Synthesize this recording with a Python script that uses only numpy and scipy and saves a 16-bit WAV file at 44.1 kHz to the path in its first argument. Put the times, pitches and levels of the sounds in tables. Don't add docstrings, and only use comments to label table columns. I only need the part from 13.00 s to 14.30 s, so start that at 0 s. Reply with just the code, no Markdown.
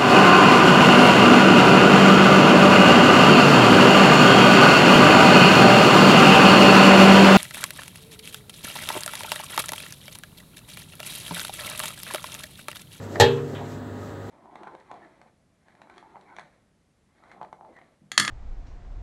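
import sys
import numpy as np
from scipy import signal
from scipy.fft import rfft, irfft
from scipy.io import wavfile

SR = 44100
rng = np.random.default_rng(int(sys.argv[2]) if len(sys.argv) > 2 else 0)


def unload_audio(sound):
    columns = np.transpose(np.atleast_2d(sound))
    steps = np.round(np.clip(columns, -1, 1) * 32767)
    wavfile.write(sys.argv[1], SR, steps.astype(np.int16))


N = 57330
T = np.arange(N) / SR
FREQS = np.fft.rfftfreq(N, 1 / SR)


def amp(db):
    return 10 ** (np.asarray(db) / 20)


def noise(colour):
    shaped = irfft(rfft(rng.standard_normal(N)) * amp(colour(FREQS)), N)
    return shaped / np.sqrt(np.mean(shaped ** 2) + 1e-20)


def coloured(points):
    hz, db = np.array(points).T[:2]
    return noise(lambda f: np.interp(np.log(f + 1), np.log(hz), db))


def band(hz, octaves):
    return noise(lambda f: -20 * np.log10(1 + (np.log2((f + 1) / hz) / octaves) ** 4))


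def wander(hz):
    return noise(lambda f: -40 * np.log10(1 + (f / hz) ** 2))


def since(start):
    return np.maximum(T - start, 0)


def swell(centre, length):
    return np.exp(-(2 * (T - centre) / length) ** 2)


def room_tone():
    # f/Hz, relative level/dB
    colour = [(25, -28), (50, 1), (100, 0.5), (170, -1.5), (260, 3), (450, -6), (750, -11), (1250, -13.5),
              (1850, -14.5), (2300, -28), (4000, -26), (5500, -38.5), (7800, -30), (9000, -46),
              (15500, -41)]
    # f/Hz, level/dB
    hum_lines = [(100.2, -39.5), (150.5, -50), (249, -46.5), (300, -53), (349, -57.5), (399, -50.5),
                 (425, -52), (463, -51), (549, -50.5), (600, -53.5), (700, -55.5), (801, -57), (950, -57),
                 (1249, -59.5)]
    waver_depth, waver_hz = .24, 3.5
    bed = amp(-39.5) * coloured(colour)
    for hz, db in hum_lines:
        size = 1 + waver_depth * wander(waver_hz)
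        drift = waver_depth * wander(waver_hz)
        phase = 2 * np.pi * (hz * T + rng.random()) + drift
        bed += np.sqrt(2) * amp(db) * size * np.sin(phase)
    return bed


def rustle():
    # peak t/s, length/s, level/dB
    swells = [(0.038, .06, -53.5), (0.138, 0.11, -53), (0.297, 0.21, -53), (0.525, 0.19, -56.5),
              (0.714, 0.13, -54.5), (1.05, .19, -58), (1.278, 0.13, -61.5)]
    # f/Hz, relative level/dB
    colour = [(500, -25), (2000, -1.5), (4000, -5), (7800, -2.5), (9000, -19), (12000, -9), (15500, -30)]
    return coloured(colour) * sum(amp(db) * swell(at, length) for at, length, db in swells)


def flops():
    # peak t/s, length/s, level/dB, centre f/Hz, width/octaves
    pushes = [(0.141, 0.047, -39.5, 275, 0.49), (0.177, 0.086, -33, 460, 0.8),
              (0.391, 0.054, -44, 1060, 0.93), (0.54, 0.051, -34.5, 290, 0.95),
              (0.618, 0.057, -41, 790, 0.37)]
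    return sum(amp(db) * swell(at, length) * band(hz, octaves) for at, length, db, hz, octaves in pushes)


def ticks():
    # t/s, level/dB, centre f/Hz, width/octaves, t60/s
    touches = [(.156, -43.5, 4540, 0.19, 0.027), (0.156, -28.5, 880, 1, 0.052),
               (.158, -33, 1900, 0.14, 0.09), (0.549, -47, 3200, 0.26, 0.36),
               (0.551, -44.5, 1430, 0.9, 0.45), (1.028, -46.5, 1260, 0.062, 0.14)]
    return sum((T > at) * amp(db - 60 * since(at) / t60) * band(hz, octaves)
               for at, db, hz, octaves, t60 in touches)


def crack(t, db=-23, t60=.038):
    # f/Hz, relative level/dB
    colour = [(200, -6), (500, 2), (1000, -26), (3000, -8), (7500, 6), (9000, -8), (12000, -3),
              (15500, -21)]
    return (t > 0) * amp(db - 60 * t / t60) * coloured(colour)


def thump(t, hz=102.3, db=-12, length_s=.053):
    heave = np.sin(np.pi * np.minimum(t / length_s, 1))
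    return amp(db) * heave * np.sin(2 * np.pi * hz * t)


def ring(t, rise_s=.001, hold_s=.04):
    # f/Hz, relative level/dB, t60/s
    modes = [(114, -22, .75), (141, -24, 1.65), (248.5, -27, .6), (395.3, -16.5, .68), (425, -27, .85),
             (467.5, -13.5, .58), (537, -27, .35), (560, -20, .1), (598, -22, .13), (635.5, -25, .26),
             (813, -21, .16), (857, -18.5, .2), (1615, -35, .36), (1751, -22, .13), (2616, -36.5, .45),
             (2885, -37, .34), (3212, -26, .16), (3289, -27, .25), (3744, -29, .21), (4060, -31, .2)]
    attack = 1 - np.exp(-t / rise_s)
    free = np.maximum(t - hold_s, 0)
    return attack * sum(amp(db - 60 * free / t60) * np.sin(2 * np.pi * hz * t) for hz, db, t60 in modes)


def clatter(t, db=-12, rise_s=.0012, hold_s=.011, tail_db=-12.5, tail_t60=.3):
    # f/Hz, relative level/dB, t60/s
    bands = [(60, -10, 0.56), (292, -13, 1), (543, 4, 0.061), (740, -12.5, 0.29), (790, 5, 0.14),
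             (1000, -9.5, 0.42), (1610, -12, 0.34), (1840, 4, 0.17), (2020, -14, 0.29), (3240, -9, 0.33),
             (4360, -9, 0.18), (5360, -16, 0.14), (7960, -16, 0.098), (8820, -35, .12),
             (11700, -22.5, 0.057), (15500, -42, 0.11)]
    spectrum = rfft(coloured(bands))
    centres, _, t60s = np.array(bands).T
    free = np.maximum(t - hold_s, 0)
    tail = amp(tail_db - 60 * t / tail_t60)
    sheet = np.zeros(N)
    for pick, t60 in zip(np.eye(len(bands)), t60s):
        share = np.interp(np.log(FREQS + 1), np.log(centres), pick)
        decay = np.hypot(amp(-60 * free / t60), tail)
        sheet += irfft(spectrum * share, N) * decay
    return amp(db) * np.minimum(t / rise_s, 1) * sheet


def clank():
    # t/s, gain/dB
    blows = [(0.199, -0.5)]
    drum = np.zeros(N)
    for at, db in blows:
        t = since(at)
        drum += amp(db) * (crack(t) + thump(t) + ring(t) + clatter(t))
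    return drum


def scene():
    return (room_tone() + rustle() + flops() + ticks() + clank())[None]


def record(dry, low_cut_hz=82, high_cut_hz=15800):
    low_cut = signal.butter(2, low_cut_hz, "high", fs=SR, output="sos")
    high_cut = signal.firwin(511, high_cut_hz, window=("kaiser", 9), fs=SR)
    thin = signal.sosfilt(low_cut, dry)
    limited = thin / (1 + thin ** 8) ** (1 / 8)
    return signal.oaconvolve(limited, high_cut[None], "same")


dry = scene()
out = record(dry)
unload_audio(out)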